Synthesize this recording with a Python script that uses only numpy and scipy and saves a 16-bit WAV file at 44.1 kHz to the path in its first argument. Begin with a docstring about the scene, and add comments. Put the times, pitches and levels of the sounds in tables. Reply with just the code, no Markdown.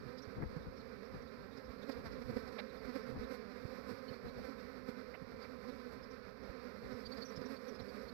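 """A honeybee swarm hums throughout on the right microphone, over a bed of outdoor rumble.
From the start, puffs of air buffet the nearly deaf left microphone, and eddies bump the right one.
A small, distant bird twitters, wings rasp on dry stalks, and single bees dart past with a drop in
pitch, most thickly from about 2 s to 5 s. After 7 s the bird is at its loudest, amid more fly-bys."""
import sys
import numpy as np
from scipy import signal
from scipy.fft import rfft, irfft, next_fast_len
from scipy.io import wavfile

SR = 44100
rng = np.random.default_rng(int(sys.argv[2]) if len(sys.argv) > 2 else 0)


def store_wav(level_fs):
    """Save 16-bit WAV to argv[1]."""
    pcm = np.round(np.clip(np.atleast_2d(level_fs), -1, 1) * 32767)
    wavfile.write(sys.argv[1], SR, pcm.T.astype(np.int16))


N = 358533
TIME = np.arange(N) / SR
EDGE_HZ = 15680

# bees darting past: nearest t/s, wingbeat f/Hz, level/dB, half-width/s, brightness/dB, fizz change/dB
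FLY_BYS = [(.568, 247, -43, 0.014, -2, -3), (1.897, 270.5, -30.5, 0.0083, -5, 4.5),
           (1.992, 245.5, -47, 0.023, -3, 1.5), (2.065, 225.4, -45.5, 0.014, 7.5, 3),
           (2.222, 240.4, -36, 0.01, -7, 3.5), (2.301, 247.6, -37, 0.015, -6.5, 4.5),
           (2.371, 246.3, -26.5, 0.0072, -10.5, 4.5), (2.482, 250.6, -42, 0.016, -0.5, 2),
           (2.53, 254, -38.5, 0.008, -5, 2.5), (2.854, 234.4, -50, 0.0066, 7, 2),
           (2.896, 250.5, -34, 0.018, -7.5, -3), (2.961, 265.8, -30, 0.0085, -7, 2.5),
           (3.042, 248.6, -42, .012, -7, -4), (3.233, 245, -38.5, 0.018, -12, 2),
           (3.319, 259.7, -34.5, 0.014, -7.5, 6.5), (3.348, 258, -50, 0.013, 5, 9),
           (3.52, 250, -41.5, .02, -5, 1), (3.712, 257, -41.5, 0.034, -7, -0.5),
           (3.798, 238, -41, .011, -12, 0.5), (3.905, 250.3, -38, 0.022, -6, 5),
           (4.27, 236.5, -44, .025, -5, 1), (4.451, 259, -50, .021, 7, 2.5),
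           (4.492, 273, -42.5, .012, -9, 1), (4.892, 245.8, -33.5, 0.0094, -9, 5),
           (5.694, 249, -36.5, 0.017, -7, 2), (5.87, 245.5, -40.5, 0.021, -16, 1),
           (5.932, 242.4, -49, 0.017, -2, 4), (6.919, 251.3, -40.5, 0.018, -3, 0),
           (7.185, 220.2, -36.5, 0.0093, -3.5, -1.5), (7.417, 255.7, -32.5, 0.0033, -7, -2),
           (7.465, 245.4, -39, 0.011, -8, -3.5), (7.504, 235.5, -42.5, 0.012, -2.5, 3),
           (7.722, 215.5, -37.5, 0.011, -12, -1), (7.804, 234.5, -37, 0.0076, -4.5, -10),
           (7.95, 238, -51, 0.017, 4, 1)]
# tone of the wingbeat's harmonics: f/Hz, level/dB
WING_EQ = [(180, 2.5), (260, 0.5), (420, 3), (545, 2.5), (640, -10), (850, -18.5), (1040, -9), (1170, -9),
           (1300, -7.5), (1700, -11.5), (2300, -14.5), (4500, -20.5), (12500, -40), (15500, -34)]
# notches of the right microphone's port: f/Hz, level/dB
PORT_EQ = [(2350, -2.5), (2700, -11.5), (2950, -17), (3250, -15.5), (3700, -8.5), (4500, -1), (5300, -1.5),
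           (6050, -9), (6700, -23.5), (7600, -8), (8600, -18), (11000, -3), (12900, 5), (13500, -16),
           (15500, -14)]


def amp(db):
    """Decibels to gain."""
    return 10 ** (np.asarray(db) / 20)


def unit(x):
    """Scales to rms 1."""
    return x / np.sqrt(np.mean(x ** 2) + 1e-20)


def colour(x, curve):
    """Applies an EQ curve of f/Hz, level/dB points."""
    hz, db = np.transpose(curve)
    size = next_fast_len(len(x))
    log_f = np.log(np.fft.rfftfreq(size, 1 / SR) + 1)
    gain = amp(np.interp(log_f, np.log(hz + 1), db))
    return irfft(rfft(x, size) * gain, size)[:len(x)]


def noise(curve, size=N):
    """Steady noise of rms 1, shaped by an EQ curve."""
    return unit(colour(rng.standard_normal(size), curve))


def drift(t, rate_hz, count=12):
    """Slow random wandering of rms about 1."""
    speed, phase = rng.random((2, count, 1))
    return np.sin(2 * np.pi * (rate_hz * speed * t + phase)).sum(0) * np.sqrt(2 / count)


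def around(size=8192):
    """Seconds before and after the middle of a short event."""
    return (np.arange(size) - size // 2) / SR


def add(mix, when, sound):
    """Mixes a sound in, centred on the given second."""
    start = round(when * SR) - len(sound) // 2
    part = mix[max(start, 0):max(start + len(sound), 0)]
    part += sound[max(-start, 0):][:len(part)]


def wingbeat(turns, scatter_rad=1.29, harmonics=60, size=2048):
    """One sharp push of air per wing stroke; each bee smears its harmonics in its own way."""
    phase = scatter_rad * rng.standard_normal(harmonics) + 2 * np.pi * rng.random()
    cycle = unit(irfft(np.r_[0, np.exp(1j * phase)], size))
    return cycle[(turns * size).astype(int) % size]


def swarm(count=32, top_hz=267, spread_hz=72, waver=.033, roam_db=4.5, hum_trim_db=9, fizz_trim_db=39):
    """Many bees, most beating near the top rate, waver in pitch and drift nearer and farther."""
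    # the swarm thickens and thins: t/s, hum level/dB, wing fizz level/dB (both before trim)
    faders = [(0.0, -54, -85.5), (1.47, -54, -86.5), (1.79, -53, -84.5), (2.17, -51.5, -83),
              (2.74, -52, -84), (3.06, -50, -79.5), (3.35, -52, -87.5), (3.67, -52, -82),
              (4.21, -52.5, -83.5), (5.0, -52, -84), (5.16, -54, -87), (5.73, -52.5, -83),
              (6.02, -54, -87.5), (6.5, -52.5, -86), (7.11, -52, -80.5), (7.31, -52, -82), (7.86, -53, -81),
              (8.13, -53, -83)]
    t = np.linspace(0, TIME[-1], num=N // 256)
    hum = np.zeros(N)
    for rank in (np.arange(count) + .5) / count:
        hz = (top_hz - spread_hz * rank ** 1.6) * (1 + waver * drift(t, rate_hz=7))
        turns = np.cumsum(hz) * t[1] + rng.random()
        nearness = amp(roam_db * drift(t, rate_hz=10))
        hum += np.interp(TIME, t, nearness) * wingbeat(np.interp(TIME, t, turns))
    hum = unit(colour(hum, WING_EQ))
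    fizz = colour(hum, [(1500, -11.5), (4500, -7.5), (8000, 3.5)])
    cues, hum_db, fizz_db = np.transpose(faders)
    surge = drift(t, rate_hz=11)  # moves the whole cloud, its fizz more than its hum
    # the fizz flares, or sometimes ducks, as a bee comes close
    flare_db = sum(db * np.exp(-.5 * ((t - when) / 0.02) ** 2) for when, *_, db in FLY_BYS)
    hum_gain = amp(hum_trim_db + np.interp(t, cues, hum_db) + 0.66 * surge)
    fizz_gain = amp(fizz_trim_db + np.interp(t, cues, fizz_db) + 0.9 * surge + flare_db)
    return np.interp(TIME, t, hum_gain) * (hum - fizz) + np.interp(TIME, t, fizz_gain) * fizz


def outdoor_air(level_db=-54, gust_db=1.6):
    """A bed of rumble that rises and falls with the breeze."""
    # outdoor rumble and wash: f/Hz, level/dB
    air_eq = [(15, -15), (30, -24), (62, 2.5), (95, -5.5), (130, -4), (330, -9.5), (650, -15), (1000, -18),
              (3000, -36.5), (15000, -49.5)]
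    t = TIME[::256]
    breeze = np.interp(TIME, t, drift(t, rate_hz=9))
    return amp(level_db + gust_db * breeze) * noise(air_eq)


def microphone_hiss(level_db=-77.5):
    """The left microphone's own steady noise floor."""
    # tone of the hiss: f/Hz, level/dB
    hiss_eq = [(20, 9), (60, 1), (150, -7), (500, -10), (700, -10), (2200, -11), (2900, -14), (5300, -20.5),
               (7600, -26.5), (10000, -18.5), (13300, -13.5), (15500, -13.5)]
    return amp(level_db) * noise(hiss_eq)


def wind_puffs(linger_s=0.03, skirt=3.5, calm_db=-88):
    """Each puff swells and dies away on the left port, leaving a low rumble that lingers."""
    # puffs of air: t/s, level/dB, half-width/s
    puffs = [(0.0, -52.5, 0.021), (0.381, -42.5, 0.011), (0.427, -36, 0.012), (.51, -60, .03),
             (.573, -54, 0.023), (0.667, -46.5, 0.015), (0.792, -57, .012), (0.898, -65, 0.038),
             (.995, -65, 0.016), (1.15, -45.5, 0.011), (1.233, -61, .014), (1.405, -54.5, 0.019),
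             (1.647, -57, 0.016), (1.785, -61, .012), (1.991, -51, 0.014), (2.065, -48, 0.014),
             (2.19, -52.5, .012), (2.331, -47.5, .015), (2.442, -61, .016), (2.86, -65, .008),
             (3.008, -61.5, 0.024), (3.168, -41.5, 0.012), (3.21, -59, 0.023), (3.766, -72, .01),
             (4.26, -47, 0.012), (4.383, -51.5, 0.02), (4.9, -67, 0.016), (5.141, -72, .012),
             (5.345, -56, 0.02), (5.985, -62, .014), (6.07, -63, 0.037), (6.843, -50.5, 0.014),
             (7.157, -70, .012), (7.995, -68, .008)]
    # turbulence of a puff: f/Hz, level/dB
    turbulence_eq = [(30, -16), (90, 7.5), (160, 8.5), (250, 2), (500, -4.5), (650, -12.5), (1050, -10.5),
                     (1300, -22.5), (1700, -18.5), (2300, -33), (3100, -46), (6000, -79)]
    t = TIME[::64]
    gusts = sum(amp(db) * (1 + ((t - when) / half) ** 2 / skirt) ** (-skirt / 2)
                for when, db, half in puffs)
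    strength = amp(calm_db) + np.interp(TIME, t, gusts)
    decay = np.exp(-1 / (linger_s * SR))
    lingering = signal.lfilter([1 - decay], [1, -decay], strength)
    rumble = noise([(15, -30), (35, -5), (60, -1), (130, -16.5), (220, -20.5), (800, -72)])
    return strength * noise(turbulence_eq) + lingering * rumble


def eddy_bumps(sag=0.0747, churn=.55):
    """A few uneven low cycles, sagging in pitch, where an eddy touches the right microphone."""
    # soft bumps of air: t/s, f/Hz, level/dB, half-width/s
    bumps = [(0.066, 127.3, -46, 0.024), (0.281, 93.5, -49, 0.011), (.426, 164.3, -43, 0.0087),
             (.572, 150, -38, 0.0064), (1.702, 66.3, -46, 0.0091), (1.969, 63.3, -49.5, 0.018),
             (2.065, 128, -46, .011), (2.141, 60.6, -49, 0.019), (2.26, 64, -41, 0.0093),
             (2.305, 121, -43.5, 0.021), (2.367, 70, -41, 0.0031), (2.862, 51.7, -49, 0.011),
             (3.124, 126, -44.5, 0.025), (3.654, 118.8, -35, 0.0038), (3.926, 104, -47, 0.014),
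             (4.111, 119.7, -47, 0.01), (4.89, 165, -44, 0.0068), (5.224, 173.8, -38.5, 0.0034),
             (6.503, 53.3, -44.5, 0.012), (6.944, 111, -46, 0.01), (7.077, 115.5, -49, 0.01),
             (7.382, 162, -43, .014), (7.823, 85, -46, 0.0077)]
    out, t = np.zeros(N), around()
    for when, hz, db, half in bumps:
        turns = np.cumsum(hz * (1 - sag * np.tanh(t / half))) / SR + rng.random()
        eddy = noise([(25, -10), (hz, 0), (2 * hz, -6), (700, -20), (3000, -55)], len(t))
        push = unit(np.sin(2 * np.pi * turns) + churn * eddy)
        add(out, when, amp(db) * push * np.exp(-.5 * (t / half) ** 2))
    return out


def bird_chirps(twitter_count=110, trill_hz=240, trim_db=1, rasp=0.47, waver=0.0605, overtone_db=-24):
    """A distant bird's brief, trilled notes; the scratchy ones waver in pitch and rasp."""
    # main chirps: t/s, f/Hz, level/dB before trim, scratchiness/0-1
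    chirps = [(.187, 4900, -55.5, .6), (.231, 5550, -58.5, 0.5), (.781, 5320, -64, .5),
              (.808, 4300, -61.5, .7), (1.579, 4980, -60, .7), (1.83, 3710, -60, .9),
              (1.922, 4600, -54.5, 1), (2.128, 5140, -61, 0.65), (2.702, 4000, -62, 0.5),
              (3.242, 3860, -61, 0.5), (4.09, 3030, -64, .1), (4.09, 4420, -54, .15),
              (4.138, 4370, -59.5, .3), (4.29, 4120, -60, .7), (5.431, 4700, -58, .4),
              (6.039, 5150, -60, .4), (6.938, 5430, -63, .4), (7.066, 4610, -48, 0.37),
              (7.127, 4480, -48.5, 0.25), (7.176, 4830, -54, .55), (7.228, 4460, -46, 0.26),
              (7.262, 5820, -55, .35), (7.295, 5640, -58.5, .4), (7.37, 5210, -52.5, 0.57),
              (7.423, 4910, -63, .1), (7.464, 5570, -59, 0.4), (7.57, 4500, -58, 0.6),
              (7.692, 5730, -57.5, 0.6), (7.755, 5100, -59, .5), (7.802, 4170, -56, 0.6),
              (7.82, 5450, -61, .5), (7.895, 4650, -57, 0.37), (8.092, 4360, -55.5, 0.5)]
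    # fainter twitters scattered between them, same columns
    twitters = rng.uniform((0, 3700, -72, .3), (TIME[-1], 5500, -66, 1), (twitter_count, 4))
    rasp_eq = [(2400, -16), (3600, 7), (5400, -2), (6800, -10.5), (9500, -23), (13000, -16),
               (15000, -45)]
    out, t = np.zeros(N), around(size=4096)
    for when, hz, db, scratch in np.vstack([chirps, twitters]):
        half = 0.0089 * rng.uniform(0.98, 1.05)
        pitch = hz * (1 + waver * scratch * drift(t, rate_hz=570))
        phase = 2 * np.pi * np.cumsum(pitch) / SR
        overtones = np.sin(2 * phase) + np.sin(3 * phase) * (3 * hz < EDGE_HZ)
        note = np.sin(phase) + amp(overtone_db) * colour(overtones, PORT_EQ)
        note += rasp * scratch * noise(rasp_eq, len(t))
        note *= 1 + .5 * np.sin(2 * np.pi * (trill_hz * t + rng.random()))
        add(out, when, amp(db + trim_db) * unit(note) * np.exp(-.5 * abs(t / half) ** 3))
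    return out


def wing_rasps(beat_hz=245):
    """A handful of wing strokes scrape a dry stalk: noise pulsing at the wingbeat."""
    # brushes with a stalk: t/s, level/dB, half-width/s, top f/Hz
    rasps = [(0.431, -47, 0.01, 2000), (1.898, -42.5, 0.0054, 890), (2.596, -38.5, 0.0093, 3880),
             (4.39, -49.5, 0.01, 794), (5.151, -47.5, 0.01, 2980), (5.45, -52, 0.007, 2600)]
    out, t = np.zeros(N), around()
    for when, db, half, top_hz in rasps:
        scrape = rng.standard_normal(len(t)) * (1 + .5 * np.cos(2 * np.pi * beat_hz * t))
        scrape = colour(scrape, [(250, -12), (600, 5.5), (1000, -2), (2000, 3.5), (4000, 3)])
        scrape = colour(scrape, [(top_hz, 0), (1.2 * top_hz, -14), (2 * top_hz, -38)])  # high cut
        scrape = unit(colour(scrape, PORT_EQ))
        add(out, when, amp(db) * scrape * np.exp(-.5 * abs(t / half) ** 4))
    return out


def fly_bys(doppler=.035, whoosh=0.3):
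    """A close bee swells and fades in a moment, its pitch dropping as it goes by, with a rush of air."""
    out, t = np.zeros(N), around()
    for when, hz, db, half, bright_db, _ in FLY_BYS:
        distance = np.hypot(1, t / half)  # 1 at the nearest point
        turns = np.cumsum(hz * (1 - doppler * t / half / distance)) / SR
        buzz = wingbeat(turns) + whoosh * rng.standard_normal(len(t))
        buzz = unit(colour(buzz, WING_EQ))
        buzz = colour(buzz, [(100, -3), (280, 3.5), (500, -1), (750, bright_db + 7),
                             (1200, bright_db), (4500, bright_db + 2.5), (10000, bright_db)])
        add(out, when, amp(db) * buzz / distance ** 2.85)  # a wing's near field dies away steeply
    return out


def scene(trace_db=-45.5):
    """Bees, bird and outdoor air on the right; puffs, hiss and a faint trace of the rest on the left."""
    bees = swarm() + fly_bys()
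    right = colour(bees + outdoor_air(), PORT_EQ) + eddy_bumps() + wing_rasps() + bird_chirps()
    left = wind_puffs() + amp(trace_db) * right + microphone_hiss()
    return np.array([left, right])


def record(dry):
    low_pass = signal.firwin(1023, EDGE_HZ, window=("kaiser", 9), fs=SR)
    return signal.oaconvolve(dry, low_pass[None], "same")


dry = scene()
out = record(dry)
store_wav(out)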